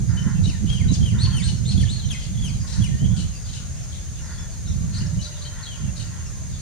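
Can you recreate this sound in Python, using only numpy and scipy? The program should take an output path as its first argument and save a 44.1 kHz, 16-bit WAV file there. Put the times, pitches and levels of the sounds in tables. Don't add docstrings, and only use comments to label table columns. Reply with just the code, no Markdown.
import sys
import numpy as np
from scipy import signal
from scipy.fft import rfft, irfft, next_fast_len
from scipy.io import wavfile

SR = 44100
rng = np.random.default_rng(int(sys.argv[2]) if len(sys.argv) > 2 else 0)


def log_audio(samples):
    frames = np.atleast_2d(samples).T
    limited = np.clip(frames, -1, 1)
    pcm = np.round(limited * 32767).astype(np.int16)
    wavfile.write(sys.argv[1], SR, pcm)


N = 291501
TIME = np.arange(N) / SR
CUTOFF_HZ = 15700
BUZZ_PER_S = 370


def from_db(db):
    return 10 ** (np.asarray(db) / 20)


def unit_power(x):
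    return x / np.sqrt(np.mean(x ** 2) + 1e-20)


def at_hz(points, hz):
    table = np.array(points)
    return np.interp(np.log(np.maximum(hz, 1)), np.log(table[:, 0]), table[:, 1])


def colour(x, spectrum):
    size = next_fast_len(x.shape[-1])
    gain = from_db(at_hz(spectrum, np.fft.rfftfreq(size, 1 / SR)))
    return unit_power(irfft(rfft(x, size) * gain, size)[..., :x.shape[-1]])


def wobble(length, rate, count=1024):
    position = np.arange(length) * rate / SR
    return np.interp(position, np.arange(count), rng.standard_normal(count)) * np.sqrt(3 / 2)


def pan(left_db):
    return from_db(np.array([[left_db], [-left_db]]) / 2)


def add(out, start, sound):
    i = max(int(start * SR), 0)
    out[..., i:i + sound.shape[-1]] += sound[..., :N - i]


def stereo_noise(spectrum, correlation):
    size = next_fast_len(N)
    alike = np.clip(at_hz(correlation, np.fft.rfftfreq(size, 1 / SR)), -1, 1)
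    mid, side = rfft(rng.standard_normal((2, size)))
    channels = np.sqrt(1 + alike) * mid + np.sqrt(1 - alike) * side * [[1], [-1]]
    return colour(irfft(channels, size), spectrum)[:, :N]


def swell(start, peak, end, rise_db, fade_db):
    t = np.arange(start, end, 1 / SR)
    edges = np.clip(np.minimum(t - start, end - t) / 0.0018, 0, 1)
    return t, edges * from_db(np.interp(t, [start, peak, end], [-rise_db, 0, -fade_db]))


def air():
    # frequency in Hz, relative spectral density in dB.
    spectrum = [(100, 14), (300, 1.5), (600, 5.5), (850, -1), (1250, -3), (1750, 0), (2300, -3),
                (3200, -5.5), (5500, 3), (7500, 2), (9400, -1), (11500, -0.5), (14000, 6), (15700, 3)]
    # frequency in Hz, left-right correlation.
    correlation = [(100, 0.95), (500, 0.43), (1500, 0.98), (3500, 0.66), (5500, 0.13), (7500, -0.32),
                   (9500, 0.28), (13000, 0.1)]
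    return from_db(-42) * stereo_noise(spectrum, correlation)


def insects():
    # frequency in Hz, relative spectral density in dB.
    spectrum = [(5400, -20.5), (5950, -17), (6270, -0.5), (6430, -6.5), (6590, 2), (6780, -3), (7000, -8.5),
                (7600, -21)]
    return from_db(-42) * stereo_noise(spectrum, correlation=[(6000, 0.24), (7000, -0.66)])


def buffets():
    # start in seconds, relative peak level in dB.
    bursts = [(0.261, -16), (0.465, -15), (0.623, -12.5), (0.907, -9.5), (1.771, -16.5)]
    push = np.zeros(N)
    for start, db in bursts:
        _, envelope = swell(start, start + 0.012, start + 0.04, rise_db=8, fade_db=14)
        add(push, start, from_db(db - 9) * envelope)
    spectrum = [(30, -35), (110, 17), (190, 23), (330, 5.5), (700, -30), (1500, -72)]
    return push * colour(rng.standard_normal(N), spectrum)


def wind():
    # time in seconds, relative level in dB.
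    gusts = [(0.0, -23), (0.37, -25.5), (0.48, -19), (0.51, -29.5), (0.61, -21), (1.73, -24), (1.77, -21),
             (2.21, -33), (2.24, -29.5), (2.52, -25.5), (2.72, -33), (2.78, -19.5), (2.98, -27.5),
             (3.02, -21.5), (3.29, -27.5), (3.33, -34), (3.74, -32.5), (3.85, -34), (4.58, -34),
             (4.73, -27), (5.19, -26.5), (5.25, -35.5), (5.74, -35.5), (5.85, -30), (5.98, -33),
             (6.61, -33.5)]
    # frequency in Hz, relative spectral density in dB.
    strong_spectrum = [(12, -55), (20, -24), (54, 0), (114, 2), (186, -4), (213, -8.5), (266, -25),
                       (304, -26), (612, -43.5), (700, -39), (910, -58), (1540, -120)]
    weak_spectrum = [(12, -50), (20, -41), (31, -2), (59, -0.5), (75, 2), (156, -6.5), (258, -22),
                     (278, -37), (315, -25.5), (400, -37), (520, -33.5), (880, -120)]
    gust_db = np.interp(TIME, *np.transpose(gusts))
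    strength = np.clip((gust_db + 34.5) / 9, 0, 1)
    strong = colour(rng.standard_normal((2, N)), strong_spectrum) * pan(-6.5)
    strong *= from_db(3 * wobble(N, rate=45))
    weak = colour(rng.standard_normal((2, N)), weak_spectrum) * pan(-0.11)
    flow = from_db(gust_db + 3) * (np.sqrt(strength) * strong + np.sqrt(1 - strength) * weak)
    pressure = flow + buffets() * pan(-12)
    return 0.95 * np.tanh(pressure / 0.95)


def far_hum():
    # time in seconds, relative level in dB.
    levels = [(4.85, -85), (5.05, -53.5), (5.45, -53), (5.6, -64), (5.95, -59), (6.3, -73)]
    phase = 2 * np.pi * np.cumsum(591 + 6 * wobble(N, 11)) / SR
    envelope = from_db(np.interp(TIME, *np.transpose(levels)))
    return np.sin(phase) * envelope * np.clip(0.5 + wobble(N, 14), 0, 1.3)


def foliage(x, t60, build_s):
    t = TIME[:SR]
    tail = rng.standard_normal((2, SR)) * from_db(-60 * t / t60) * (1 - np.exp(-t / build_s))
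    tail /= np.sqrt(np.sum(tail ** 2, axis=1, keepdims=True))
    return signal.fftconvolve(np.atleast_2d(x), tail, axes=1)[:, :N]


def tree_line(x, delay_s=0.06):
    out = np.zeros((2, N))
    dull = signal.sosfilt(signal.butter(4, 2200, fs=SR, output="sos"), x)
    add(out, delay_s, from_db(-10.5) * foliage(dull, t60=0.37, build_s=0.008))
    return out


def crows(pitch_hz=345):
    # start in seconds, end in seconds, relative level in dB.
    caws = [(0.089, 0.43, -44.5), (1.14, 1.433, -46.5), (2.636, 2.846, -50.5), (4.192, 4.48, -49.5),
            (4.876, 5.15, -52), (5.248, 5.91, -52), (5.937, 6.326, -53.5)]
    # frequency in Hz, relative gain of the throat in dB.
    throat = [(600, -33), (850, 27.5), (1030, 23), (1180, 17.5), (1400, 26), (1800, 28), (2050, 23.5),
              (2500, -8)]
    out = np.zeros(N)
    for start, end, db in caws:
        t, envelope = swell(start, (start + end) / 2, end, rise_db=6, fade_db=8.5)
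        cycles = np.cumsum(pitch_hz * (1 + 0.09 * wobble(len(t), 140))) / SR
        pulses = unit_power(np.diff(np.floor(cycles), prepend=0))
        source = pulses + 0.8 * rng.standard_normal(len(t))
        add(out, start, from_db(db + 3 * wobble(len(t), 23.7)) * envelope * colour(source, throat))
    return out + from_db(-2.5) * foliage(out, t60=0.2, build_s=0.002)


def syrinx(hz, overtones_db, jitter, flutter_db):
    hz = hz * (1 + jitter * wobble(len(hz), 1095) + 0.01238 * wobble(len(hz), 123.2))
    delay_s = np.array([[0], [2.6e-5]])
    phase = 2 * np.pi * (np.cumsum(hz) / SR - hz * delay_s)
    partials = sum(from_db(db + flutter_db * wobble(len(hz), 148)) * np.sin(k * phase)
                   * (k * hz < CUTOFF_HZ) for k, db in enumerate([0, *overtones_db], 1))
    roughness = 1 + 0.25 * wobble(len(hz), 5000)
    return np.sqrt(2) * partials * roughness


def hoarse(hz, shake, overtones_db, jitter):
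    shaken_hz = hz * (1 + shake * wobble(len(hz), BUZZ_PER_S))
    buzz = unit_power(from_db(3 * wobble(len(hz), BUZZ_PER_S)))
    return buzz * syrinx(shaken_hz, overtones_db, jitter, flutter_db=1)


def down_sweep(length, first_hz, last_hz, jitter):
    t, envelope = swell(0, 0.35 * length, length, rise_db=3, fade_db=4)
    return envelope * syrinx(np.geomspace(first_hz, last_hz, len(t)), [-14, -27], jitter, flutter_db=2.5)


def far_birds(count, low_hz, high_hz, db):
    out = np.zeros((2, N))
    for when, pitch, slur, length, distance, side in rng.random((count, 6)):
        start, span = when * N / SR, 0.03 + 0.07 * length
        t, envelope = swell(start, start + span / 2, start + span, rise_db=4, fade_db=5)
        hz = low_hz * (high_hz / low_hz) ** pitch * np.linspace(1, 1.06 - 0.2 * slur, len(t))
        voice = syrinx(hz, [-18], jitter=0.035, flutter_db=2.5)
        add(out, start, from_db(db - 10 * distance) * envelope * voice * pan(8 * (side - 0.5)))
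    return 0.5 * out + foliage(out, t60=0.066, build_s=0.0047)


def far_colony():
    low_calls = far_birds(count=110, low_hz=600, high_hz=2100, db=-56.5)
    return low_calls + far_birds(count=150, low_hz=2750, high_hz=5200, db=-51)


def twitters(fall_hz_per_s=15000):
    # start in seconds, length in seconds, starting pitch in Hz, relative level in dB.
    notes = [(0.176, 0.06, 6370, -47), (.28, 0.035, 5650, -55), (1.553, 0.046, 5820, -53),
             (2.045, 0.034, 6300, -44), (2.328, 0.055, 3870, -53), (2.6, 0.035, 5850, -50),
             (3.41, 0.12, 5300, -52), (3.77, .04, 5660, -52), (3.813, .04, 5830, -50),
             (4.182, 0.13, 6250, -51.5), (4.5, .045, 5000, -62), (5.05, 0.028, 5800, -53),
             (6.254, .04, 5770, -50)]
    out = np.zeros((2, N))
    for start, length, first_hz, db in notes:
        t, envelope = swell(start, start + length / 2, start + length, rise_db=3, fade_db=5)
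        hz = first_hz - fall_hz_per_s * (t - start)
        add(out, start, from_db(db) * envelope * syrinx(hz, [], jitter=0.031, flutter_db=4))
    return out


def peeps(arch_depth=0.056):
    # start in seconds, length in seconds, mean pitch in Hz, relative level in dB.
    notes = [(0.169, 0.056, 3050, -39), (0.254, 0.048, 1044, -48), (1.246, 0.07, 1030, -50),
             (0.437, 0.026, 3890, -35), (0.69, 0.013, 5020, -39), (0.881, 0.039, 3880, -37.5),
             (0.911, 0.043, 6430, -35.5), (1.48, 0.015, 2920, -33), (2.015, 0.054, 4090, -46.5),
             (2.026, 0.05, 3100, -44), (2.372, 0.031, 3280, -41), (2.91, 0.107, 1853, -52),
             (2.987, 0.065, 3040, -45.5), (3.038, 0.044, 3180, -43), (3.106, 0.062, 3460, -50.5),
             (4.367, 0.08, 3450, -48.5), (4.376, 0.055, 5200, -51), (4.674, 0.063, 5700, -46),
             (5.006, 0.02, 2890, -39), (5.19, .022, 2970, -44.5), (5.209, 0.062, 6020, -44.5),
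             (5.244, 0.022, 3880, -38), (5.447, 0.044, 3120, -43), (5.664, .03, 3250, -40)]
    out = np.zeros((2, N))
    for start, length, hz, db in notes:
        t, envelope = swell(start, start + length / 2, start + length, rise_db=2, fade_db=5.5)
        arch = 1 + arch_depth * (1 / 3 - np.linspace(-1, 1, len(t)) ** 2)
        add(out, start, from_db(db) * envelope * syrinx(hz * arch, [-19], jitter=0.016, flutter_db=3.5))
    return out * pan(6.3)


def cheeps(warble_hz=26):
    # start and length in seconds, first and last pitch in Hz, warble as a share of the pitch,
    # relative level in dB, shake as a share of the pitch.
    notes = [(4.655, 0.087, 3840, 3700, 0.07, -46, 0.035), (4.937, .08, 4060, 4860, 0.072, -36.5, 0.03),
             (5.21, 0.077, 4320, 4400, -0.115, -38.5, 0.019), (5.412, 0.03, 4190, 4160, 0, -40, 0.055),
             (5.444, 0.029, 4370, 4200, 0, -38.5, .06), (5.625, 0.032, 4150, 4060, 0, -39.5, 0.073),
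             (5.65, 0.024, 4140, 4050, -0.0014, -39, 0.077), (5.967, 0.026, 4150, 4320, 0, -40.5, 0.045),
             (5.993, 0.022, 4270, 4020, -0.014, -43, .05)]
    out = np.zeros((2, N))
    for start, length, first_hz, last_hz, swing, db, shake in notes:
        t, envelope = swell(start, start + 0.49 * length, start + length, rise_db=2, fade_db=4)
        warble = 1 + swing * np.sin(2 * np.pi * warble_hz * (t - start))
        hz = np.linspace(first_hz, last_hz, len(t)) * warble
        add(out, start, from_db(db) * envelope * hoarse(hz, shake, [-17, -30], jitter=0.024))
    return out * pan(2.2)


def rasps(voice_ratio=1.39, wander=0.055):
    # loudest moment and length in seconds, lower pitch in Hz, relative level in dB.
    notes = [(0.474, 0.093, 4270, -47), (0.73, 0.15, 4040, -51.5), (0.955, 0.067, 3605, -40.5),
             (1.491, 0.078, 4080, -42.5), (1.724, 0.038, 3890, -42.5), (1.817, 0.054, 4250, -48),
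             (2.243, 0.098, 3300, -46.5), (2.742, 0.15, 4120, -43.5), (3.206, 0.084, 2990, -42.5),
             (3.5, 0.084, 3280, -50.5), (3.571, 0.084, 2867, -44.5), (3.953, 0.12, 3360, -54),
             (4.98, 0.1, 4260, -47.5), (5.248, 0.078, 4270, -50), (5.976, 0.038, 3676, -47),
             (6.02, 0.051, 3005, -44)]
    out = np.zeros((2, N))
    hiss_spectrum = [(2200, -11.5), (2900, -3.5), (5000, 0), (9500, -6), (12000, -37)]
    scratch = colour(rng.standard_normal((2, N)), hiss_spectrum)
    for peak, length, low_hz, db in notes:
        t, envelope = swell(peak - length / 2, peak, peak + length / 2, rise_db=3, fade_db=8)
        pitches = (hz * (1 + wander * wobble(len(t), 110.3)) for hz in (low_hz, voice_ratio * low_hz))
        voices = sum(syrinx(hz, [-13, -19], jitter=0.0464, flutter_db=3) for hz in pitches)
        hiss = scratch[:, (t * SR).astype(int) % N]
        add(out, t[0], from_db(db) * envelope * (from_db(-5) * voices + hiss))
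    return out * pan(8.3)


def zips():
    # start and length in seconds, first and last pitch in Hz, relative level in dB.
    notes = [(0.484, 0.026, 5900, 3970, -41.5), (0.938, 0.019, 6300, 3224, -33.5),
             (1.99, 0.034, 4250, 3200, -43), (2.722, 0.027, 6300, 3670, -39)]
    out = np.zeros((2, N))
    for start, length, first_hz, last_hz, db in notes:
        add(out, start, from_db(db) * down_sweep(length, first_hz, last_hz, jitter=0.024))
    return out * pan(2.4)


def chirps(climb_s=0.066):
    # start and length in seconds, top pitch in Hz, climb as a share of it, loudest moment in
    # seconds, relative level and overtone level in dB, flick start in seconds, relative flick level
    # in dB, relative pitch shake, swell in dB.
    notes = [(1.181, 0.085, 4420, 0.19, 1.21, -27, -14, 1.246, -36, 0.011, 14),
             (1.42, 0.086, 4340, 0.19, 1.44, -33, -4, 1.3, -45, 0.025, 8),
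             (1.649, 0.097, 4284, 0.2, 1.688, -33, -10.5, 1.71, -40, 0.045, 8),
             (1.876, 0.1, 4280, 0.28, 1.9, -33, -10.5, 1.85, -40.5, 0.03, 7.5)]
    out = np.zeros((2, N))
    for start, length, top_hz, climb, peak, db, overtone_db, flick_at, flick_db, shake, rise_db in notes:
        t, envelope = swell(start, peak, start + length, rise_db, fade_db=4)
        climb_left = np.maximum(1 - (t - start) / climb_s, 0)
        hz = top_hz * (1 - climb * climb_left ** 1.8)
        brightness_db = np.interp(t - start, [0, climb_s / 2, length], [-3, 4, -10])
        voice = hoarse(hz, shake * (climb_left + 0.7), [overtone_db + brightness_db, -32], jitter=0.018)
        add(out, start, from_db(db) * envelope * voice)
        flick = down_sweep(length=0.028, first_hz=3810, last_hz=2640, jitter=0.061)
        add(out, flick_at, from_db(flick_db) * flick)
    return out * pan(2.4)


def whistles():
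    # start, end, crest and fall time in seconds, top and landing pitch in Hz, loudest moment
    # in seconds, relative level in dB, base levels of the second and third partials in dB.
    notes = [ (0.453, 0.586, 0.472, 0.063, 2957, 1733, 0.5, -40.5, -7, -12),
             (0.663, 0.87, 0.722, 0.12, 3225, 1220, 0.725, -33.5, -16, -17),
             (1.005, 1.167, 1.038, 0.11, 3210, 1198, 1.058, -36.5, -13, -13),
             (1.324, 1.464, 1.333, 0.089, 3240, 1560, 1.37, -33, -9, -8.5),
             (1.775, 1.85, 1.8, 0.03, 3405, 1737, 1.9, -37.5, -9, -5),
             (2.088, 2.175, 2.079, 0.06, 3697, 1980, 2.111, -33, -10.5, -11.5),
             (2.42, 2.514, 2.423, 0.076, 3370, 1970, 2.452, -33.5, -5.5, -10.5),
             (2.81, 2.893, 2.8, 0.07, 3453, 1850, 2.838, -35.5, -11.5, -8),
             (5.681, 5.78, 5.7, 0.083, 3200, 2000, 5.72, -41, -14, -22)]
    beak_hz, beak_width_hz = 5660, 770
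    rise_s, crest_flatness = 0.14, 2.2
    out = np.zeros((2, N))
    for start, end, crest, fall_s, top_hz, low_hz, peak, db, second_db, third_db in notes:
        t, envelope = swell(start, peak, end, rise_db=12, fade_db=9.5)
        from_crest = np.maximum((t - crest) / fall_s, (crest - t) / rise_s)
        drop = (1 - low_hz / top_hz) * np.tanh(from_crest ** crest_flatness)
        shake = 1 + 0.069 * drop * wobble(len(t), BUZZ_PER_S)
        hz = top_hz * (1 - drop) * shake
        loss_db = 39 * np.minimum(drop, 0.21)
        envelope *= from_db(np.interp(peak, t, loss_db) - loss_db + 3.3 * wobble(len(t), 150))
        flare_db = 0.85 * loss_db - ((2 * hz - beak_hz) / beak_width_hz) ** 2
        overtones_db = [second_db + flare_db, third_db + flare_db, third_db + flare_db - 1]
        add(out, start, from_db(db) * envelope * syrinx(hz, overtones_db, jitter=0.0092, flutter_db=2))
    return out * pan(4.5)


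def scene():
    birds = from_db(-3) * (whistles() + chirps() + zips() + peeps() + cheeps()) + rasps() + twitters()
    centre = birds.mean(axis=0)
    leaves = from_db(-4.2) * foliage(centre, t60=0.05, build_s=0.008) * pan(3)
    trees = from_db(-3.8) * foliage(centre, t60=0.48, build_s=0.018) * pan(2.4) + tree_line(centre)
    background = far_colony() + crows() + insects() + air() + far_hum() + wind()
    return birds + leaves + trees + background


def record(dry):
    size = next_fast_len(N)
    hz = np.fft.rfftfreq(size, 1 / SR)
    response = from_db(at_hz([(9500, 0), (11500, -13), (15000, -21.5)], hz))
    response /= np.sqrt(1 + (hz / CUTOFF_HZ) ** 200)
    return irfft(rfft(dry, size) * response, size)[:, :N]


dry = scene()
out = record(dry)
log_audio(out)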